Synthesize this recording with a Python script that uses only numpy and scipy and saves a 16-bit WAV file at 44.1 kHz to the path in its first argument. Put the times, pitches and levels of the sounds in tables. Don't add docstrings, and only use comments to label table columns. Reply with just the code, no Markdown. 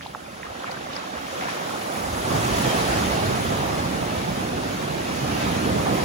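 import sys
import numpy as np
from scipy import signal
from scipy.fft import rfft, irfft
from scipy.io import wavfile
from scipy.ndimage import uniform_filter1d

SR = 44100
rng = np.random.default_rng(int(sys.argv[2]) if len(sys.argv) > 2 else 0)


def put_to_file(sound):
    columns = np.atleast_2d(sound).T
    safe = np.clip(columns, -1, 1)
    whole_steps = np.round(safe * 32767)
    wavfile.write(sys.argv[1], SR, whole_steps.astype(np.int16))


N = 266364
WINDOW, HOP = 1024, 256
TIME = np.arange(N) / SR
FRAME_S = np.arange(N // HOP + 5) * HOP / SR
BIN_HZ = np.fft.rfftfreq(WINDOW, 1 / SR)


def gain_of(db):
    return 10 ** (np.asarray(db) / 20)


def evened(x):
    return x / np.sqrt(np.mean(x ** 2) + 1e-20)


def read(table, hz, order=1):
    columns = np.transpose(table)
    return np.interp(np.log(hz + 1), np.log(columns[0] + 1), columns[order])


def add(mix, s, sound):
    part = mix[:, max(round(s * SR), 0):][:, :sound.shape[1]]
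    part += sound[:, :part.shape[1]]


RUSHES = [(0.614, .22, 28, 7, -46, -42, -45.5, -61), (1.404, 0.042, 22, 12, -39, -38, -41.5, -48.5),
          (1.98, 0.41, 12.5, 6, -44, -36.5, -45.5, -43), (2.335, 0.62, 56, 6, -29.4, -31, -37, -42),
          (2.58, 0.22, 25, 23, -51, -35.5, -34.5, -42.5), (3.9, 0.94, 3.5, -5.5, -38, -41, -42, -49.5),
          (5.387, 0.046, 9, 52, -33, -36.5, -39, -46), (5.556, .55, 41, 10, -28, -32.5, -44.5, -49.5)]
# roar in dB, wash in dB, spray in dB, fizz in dB.
FAR_SHORE_DB = (-57.5, -50, -54, -56)


def surge(order, steepness, linger_s, fade):
    power = gain_of(FAR_SHORE_DB[order]) ** 2
    for s, hold_s, swell_db_per_s, ebb_db_per_s, *layers_db in RUSHES:
        before_s = np.maximum(s - TIME, 0)
        after_s = np.maximum(TIME - s - hold_s - linger_s, 0)
        swell_db = steepness * swell_db_per_s * before_s
        ebb_db = fade * ebb_db_per_s * after_s
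        power = power + gain_of(layers_db[order] - swell_db - ebb_db) ** 2
    return 10 * np.log10(power)


def roar_db():
    return surge(order=0, steepness=0.73, linger_s=0.71, fade=0.84)


def tumble(depth_db=0.03, length_s=0.02):
    lumps = evened(patches(length_s=length_s, width_hz=55)[:, len(BIN_HZ) // 2])
    return gain_of(depth_db * np.interp(TIME, FRAME_S, lumps))


def roar(large_hz=58, small_hz=165):
    level_db = roar_db()
    frame_db = np.interp(FRAME_S, TIME, level_db)
    low_hz = np.interp(frame_db, [-36, -32], [small_hz, large_hz])[:, None]
    depth = np.sqrt(1 / (1 + (low_hz / (BIN_HZ + 1)) ** 4))
    lumps_db = 0.96 * patches(length_s=0.026, width_hz=180)
    body = rush(read_sea(low_hz=40, high_hz=422) * depth, lumps_db)
    body = signal.sosfilt(signal.butter(4, 48, "highpass", fs=SR, output="sos"), body)
    return body * gain_of(level_db)


def wash():
    lumps_db = 1.2 * patches(length_s=0.055, width_hz=610) + 2 * patches(length_s=0.017, width_hz=44)
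    body = rush(read_sea(low_hz=358, high_hz=1500), lumps_db)
    gurgle = bubbles(per_s=900, low_hz=464.7, high_hz=1755, cycles=4.76, spread_db=2.5)
    share = bubble_share(thin=0.7, full=0.079)
    level_db = surge(order=1, steepness=0.96, linger_s=0.019, fade=0.73)
    return (np.sqrt(1 - share) * body + np.sqrt(share) * gurgle) * gain_of(level_db)


def spray():
    flurries_db = 2.3 * patches(length_s=0.03, width_hz=39) + 0.33 * patches(length_s=0.096, width_hz=1000)
    body = rush(read_sea(low_hz=1624, high_hz=6540), flurries_db)
    patter = bubbles(per_s=1800, low_hz=1698, high_hz=6510, cycles=7.0, spread_db=2.0)
    share = bubble_share(thin=0.15, full=0.11)
    level_db = surge(order=2, steepness=0.95, linger_s=0.14, fade=0.84)
    return (np.sqrt(1 - share) * body + np.sqrt(share) * patter) * gain_of(level_db)


def fizz():
    flicker_db = 2.6 * patches(length_s=0.019, width_hz=77) + 0.65 * patches(length_s=0.03, width_hz=1200)
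    body = rush(read_sea(low_hz=6430, high_hz=18500), flicker_db)
    ticks = bubbles(per_s=2400, low_hz=6740, high_hz=12200, cycles=3.0, spread_db=12.0, count=14)
    level_db = surge(order=3, steepness=1.54, linger_s=0.018, fade=1.0)
    return (body + gain_of(-17.0) * ticks) * gain_of(level_db)


def lapping():
    near = bubbles(per_s=170, low_hz=803, high_hz=3423, cycles=7.3, spread_db=2.5, count=30)
    share = bubble_share(thin=0.11, full=0.033)
    return near * np.sqrt(share) * gain_of(surge(order=1, steepness=0.98, linger_s=0.02, fade=0.99))


def bubble_share(thin, full):
    return np.clip(np.interp(roar_db(), [-44, -28], [thin, full]), 0, 1)


# frequency in Hz, relative level in dB per Hz.
SURF_COLOUR = [(45, -25), (80, -1.5), (110, -1), (170, -0.6), (300, -3), (420, -4.5), (600, -3),
               (760, -2.5), (960, -7), (1250, -8), (1550, -10.5), (2000, -13.5), (2400, -15), (3600, -17.5),
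               (4400, -20), (5300, -21.5), (7000, -23.5), (8500, -26), (11000, -28.5), (15500, -32)]


def read_sea(low_hz, high_hz):
    below = 1 / (1 + (BIN_HZ / high_hz) ** 8)
    above = 1 / (1 + (low_hz / (BIN_HZ + 1)) ** 8)
    return gain_of(read(SURF_COLOUR, BIN_HZ)) * np.sqrt(below * above)


def patches(length_s, width_hz):
    field = rng.standard_normal((len(FRAME_S), len(BIN_HZ)))
    for axis, extent in enumerate([length_s * SR / HOP, width_hz * WINDOW / SR]):
        size = field.shape[axis]
        smooth = np.exp(-2 * (np.fft.rfftfreq(2 * size) * extent) ** 2 * np.pi)
        spectrum = rfft(field, 2 * size, axis=axis) * np.expand_dims(smooth, 1 - axis)
        field = irfft(spectrum, axis=axis).take(np.arange(size), axis)
    return evened(field)


def rush(colour, lumps_db):
    spectra = in_stereo(BIN_HZ, len(FRAME_S)) * colour * gain_of(lumps_db)
    _, x = signal.istft(spectra, nperseg=WINDOW, noverlap=WINDOW - HOP, time_axis=1, freq_axis=2)
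    x = x[:, :N]
    return x / np.std(x.mean(0))


# frequency in Hz,
# likeness 0-1, phase lead of the left channel in rad, left minus right in dB.
STEREO_IMAGE = [(60, 1, -0.1, -1), (120, 0.93, -0.4, -1.5), (210, 0.93, -0.44, -4.5),
                (293, 0.76, -0.6, -3.2), (357, 0.57, -1.2, -3), (450, 0.54, -1.86, -1.5),
                (580, 0.48, -2, -3.3), (950, 0.77, -2.5, -4), (1200, 0.28, -2.4, -1.6),
                (1490, 0.53, -3, -.4), (1890, 0.04, -3.5, -1.4), (2420, 0.4, -5.5, -2.2),
                (3100, 0.28, -5.5, -1), (3770, 0.12, -6.5, 1), (4360, 0, -10.5, 1.6),
                (5000, 0.03, -11.5, 3), (5820, 0.04, -12.8, 3), (6600, 0.27, -12.5, 1),
                (7400, 0.32, -15, -1.2), (8650, 1, -16, 1), (9920, 0.7, -18, -1.5), (11400, 0.95, -20, 1.5),
                (13700, 1, -22.5, -1.5), (15700, 1, -24.5, 3)]


def in_stereo(hz, rows):
    a, b, c, d = rng.standard_normal((4, rows, len(hz)))
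    same = np.clip(read(STEREO_IMAGE, hz, order=1), 0, 1)
    lead_rad = read(STEREO_IMAGE, hz, order=2)
    tilt = gain_of(read(STEREO_IMAGE, hz, order=3) / 2)
    right = a + 1j * b
    left = (same * right + np.sqrt(1 - same ** 2) * (c + 1j * d)) * np.exp(1j * lead_rad)
    return np.array([left * tilt, right / tilt])


def bubble(hz, cycles, glide=0.026):
    age = np.arange(int(6 * cycles * SR / hz) + 2) * hz / SR
    u = 2 * age / cycles
    return u * np.exp(1 - u) * np.sin(2 * np.pi * age * (1 + glide * age / cycles))


def bubbles(per_s, low_hz, high_hz, cycles, spread_db, count=36):
    out = np.zeros((2, N))
    for hz in np.geomspace(low_hz, high_hz, count):
        chance = rng.random(N)
        loudness = np.minimum(rng.exponential(1, N), 4.5)
        births = (chance < per_s / count / SR) * gain_of(spread_db * loudness)
        ring = bubble(hz * rng.uniform(.96, 1.04), cycles * rng.uniform(.6, 1.4))
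        sound = signal.oaconvolve(births, ring / np.linalg.norm(ring))[:N]
        sound = sound * gain_of(read(SURF_COLOUR, hz)) * np.sqrt(hz)
        lag_rad = -read(STEREO_IMAGE, hz, order=2) + rng.normal(0, 0.93)
        lag = round(SR * lag_rad / (2 * np.pi * hz))
        tilt = gain_of((read(STEREO_IMAGE, hz, order=3) + rng.normal(0, 5.1)) / 2)
        out += [np.roll(sound, lag) * tilt, sound / tilt]
    return out / np.std(out.mean(0))


PLOP_LAG_S = .00005
SAND_ECHO_S, SAND_ECHO_DB = .0038, -12.5
# start in seconds, nominal peak in dB, starting pitch in Hz, ring in cycles, left minus right in dB.
AIR_POCKETS = [(.0095, -25.5, 1840, 1.2, -3), (0.061, -23.5, 840, 1.9, -1.5), (.068, -31, 3700, 3, 8),
               (0.1488, -18, 1150, 1.2, -5), (.1565, -27, 720, 1.4, -3), (.26, -39, 2320, 7.1, -1),
               (.279, -39, 545, 4.5, -7), (.4304, -33, 2290, 3, -3), (.4316, -25.5, 1800, 2.6, -3),
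               (0.466, -30.5, 1160, 5, 0), (.522, -33, 805, 2.5, -.5), (0.643, -21, 1210, 1.9, -1),
               (.695, -26.5, 845, 2.5, -1), (.713, -28, 4300, 6.2, 3), (.77, -27.5, 1530, 3.6, -2.5),
               (.955, -35, 5200, 5.5, 8), (.964, -29, 4830, 10, 12), (.964, -32, 732, 1.6, 0),
               (.977, -29, 3600, 3, 6), (1.039, -31, 925, 2.5, -2), (1.354, -33, 570, 1.7, -2),
               (1.484, -23.5, 930, 3.2, -.5), (1.757, -27, 620, 2.4, -6)]


def plops():
    out = np.zeros((2, N))
    for s, db, hz, cycles, pan_db in AIR_POCKETS:
        ring = gain_of(db) * bubble(hz, cycles)
        add(out, s, np.outer([gain_of(pan_db / 2), 0], ring))
        add(out, s + PLOP_LAG_S, np.outer([0, gain_of(-pan_db / 2)], ring))
    return out + gain_of(SAND_ECHO_DB) * np.roll(out, round(SAND_ECHO_S * SR), axis=1)


BURST_RISE = 0.12
GRAIN_S, GRAIN_DB = .003, 2.5
GRAINY_ABOVE_HZ = 900
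# start in seconds, level before the envelope in dB, centre in Hz,
# Gaussian half-width in octaves, decay time constant in seconds.
NOISE_BURSTS = [(.008, -39, 2740, 0.59, 0.05), (.061, -49, 3800, .7, 0.013), (0.426, -40, 2000, 0.45, .009),
                (0.439, -35, 1400, 0.48, 0.035), (0.615, -33.5, 1000, .6, .025),
                (0.656, -34, 1790, 0.45, 0.048), (0.708, -40, 4200, 1, 0.018),
                (0.734, -35, 1400, 0.38, 0.03), (0.914, -36, 2800, 0.8, .05),
                (0.948, -37.5, 3900, 0.65, 0.033), (0.957, -29, 1400, 0.55, .025),
                (1.4, -29.5, 1200, 1, 0.086), (1.479, -27.5, 1150, 0.95, 0.063),
                (1.483, -37, 3200, 0.85, 0.044), (1.81, -36.5, 2000, 0.9, .04), (1.943, -35, 1900, 1, 0.08),
                (2.315, -25.5, 119, 0.38, 0.16), (2.302, -25, 650, 0.71, 0.083),
                (2.553, -32, 7000, 0.97, .06), (2.59, -24, 160, 0.7, 0.049),
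                (2.64, -23.5, 700, 0.67, 0.095), (3.03, -27, 198, .7, 0.056),
                (3.193, -29, 111.7, 0.56, 0.55), (3.613, -33, 198, 0.94, 0.1),
                (4.37, -34, 202, 0.37, 0.046), (5.379, -35, 3000, 0.75, 0.09),
                (5.482, -30, 520, 0.65, 0.082), (5.86, -22, 800, 0.66, 0.029),
                (5.872, -37, 2200, 0.52, 0.23)]


def bursts():
    out, age_s, hz = np.zeros((2, N)), TIME[:SR], np.fft.rfftfreq(SR, 1 / SR)
    for s, db, centre_hz, octaves, length_s in NOISE_BURSTS:
        colour = np.exp(-.5 * (np.log2((hz + 1) / centre_hz) / octaves) ** 2)
        drops = evened(uniform_filter1d(rng.standard_normal(SR), max(round(GRAIN_S * SR), 1)))
        grain = gain_of(GRAIN_DB * np.minimum(drops, 2) * (centre_hz > GRAINY_ABOVE_HZ))
        burst = evened(irfft(in_stereo(hz, 1)[:, 0] * colour, SR) * grain)
        envelope = (1 - np.exp(-age_s / (BURST_RISE * length_s))) * np.exp(-age_s / length_s)
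        add(out, s, gain_of(db) * burst * envelope)
    return out


BACKWASH_DB, BACKWASH_S = -48.5, 1.3


def backwash():
    body = rush(read_sea(low_hz=95, high_hz=267), patches(length_s=.04, width_hz=100))
    return body * gain_of(BACKWASH_DB) * np.exp(-(TIME / BACKWASH_S) ** 2)


def tinted(gain, count=2):
    return evened(irfft(rfft(rng.standard_normal((count, N))) * gain, N))


BREEZE_DB = -58.5
# frequency in Hz, relative level in dB per Hz.
WIND_COLOUR = [(15, -50), (28, -20), (45, -9), (62, -3), (95, -9), (200, -30), (600, -70)]
# strongest moment in seconds, level in dB, half-length to 1/e in seconds.
WIND_GUSTS = [(0.498, -46, .05), (1.185, -45, 0.035), (2.02, -38, .03), (2.137, -31.5, 0.06),
              (2.53, -35, .04), (2.9, -34, 0.084), (3.105, -38, 0.059), (3.343, -44, 0.051),
              (5.587, -48, 0.075)]


def wind():
    eddies = tinted(gain_of(read(WIND_COLOUR, np.fft.rfftfreq(N, 1 / SR))), count=1)
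    gusts = sum(gain_of(db) * np.exp(-((TIME - s) / half_s) ** 2) for s, db, half_s in WIND_GUSTS)
    port_gain = gain_of([[-.5], [.5]])
    return eddies * (gain_of(BREEZE_DB) + gusts) * port_gain


def scene():
    surf = roar() + tumble() * (wash() + spray() + fizz())
    return surf + lapping() + plops() + bursts() + backwash() + wind()


EDGE_HZ = 15850


def record(dry):
    thinned = signal.sosfilt(signal.butter(2, 32, "highpass", fs=SR, output="sos"), dry)
    lowpass = signal.firwin(511, EDGE_HZ, window=("kaiser", 9), fs=SR)
    return signal.oaconvolve(thinned, lowpass[None], "same")


dry = scene()
out = record(dry)
put_to_file(out)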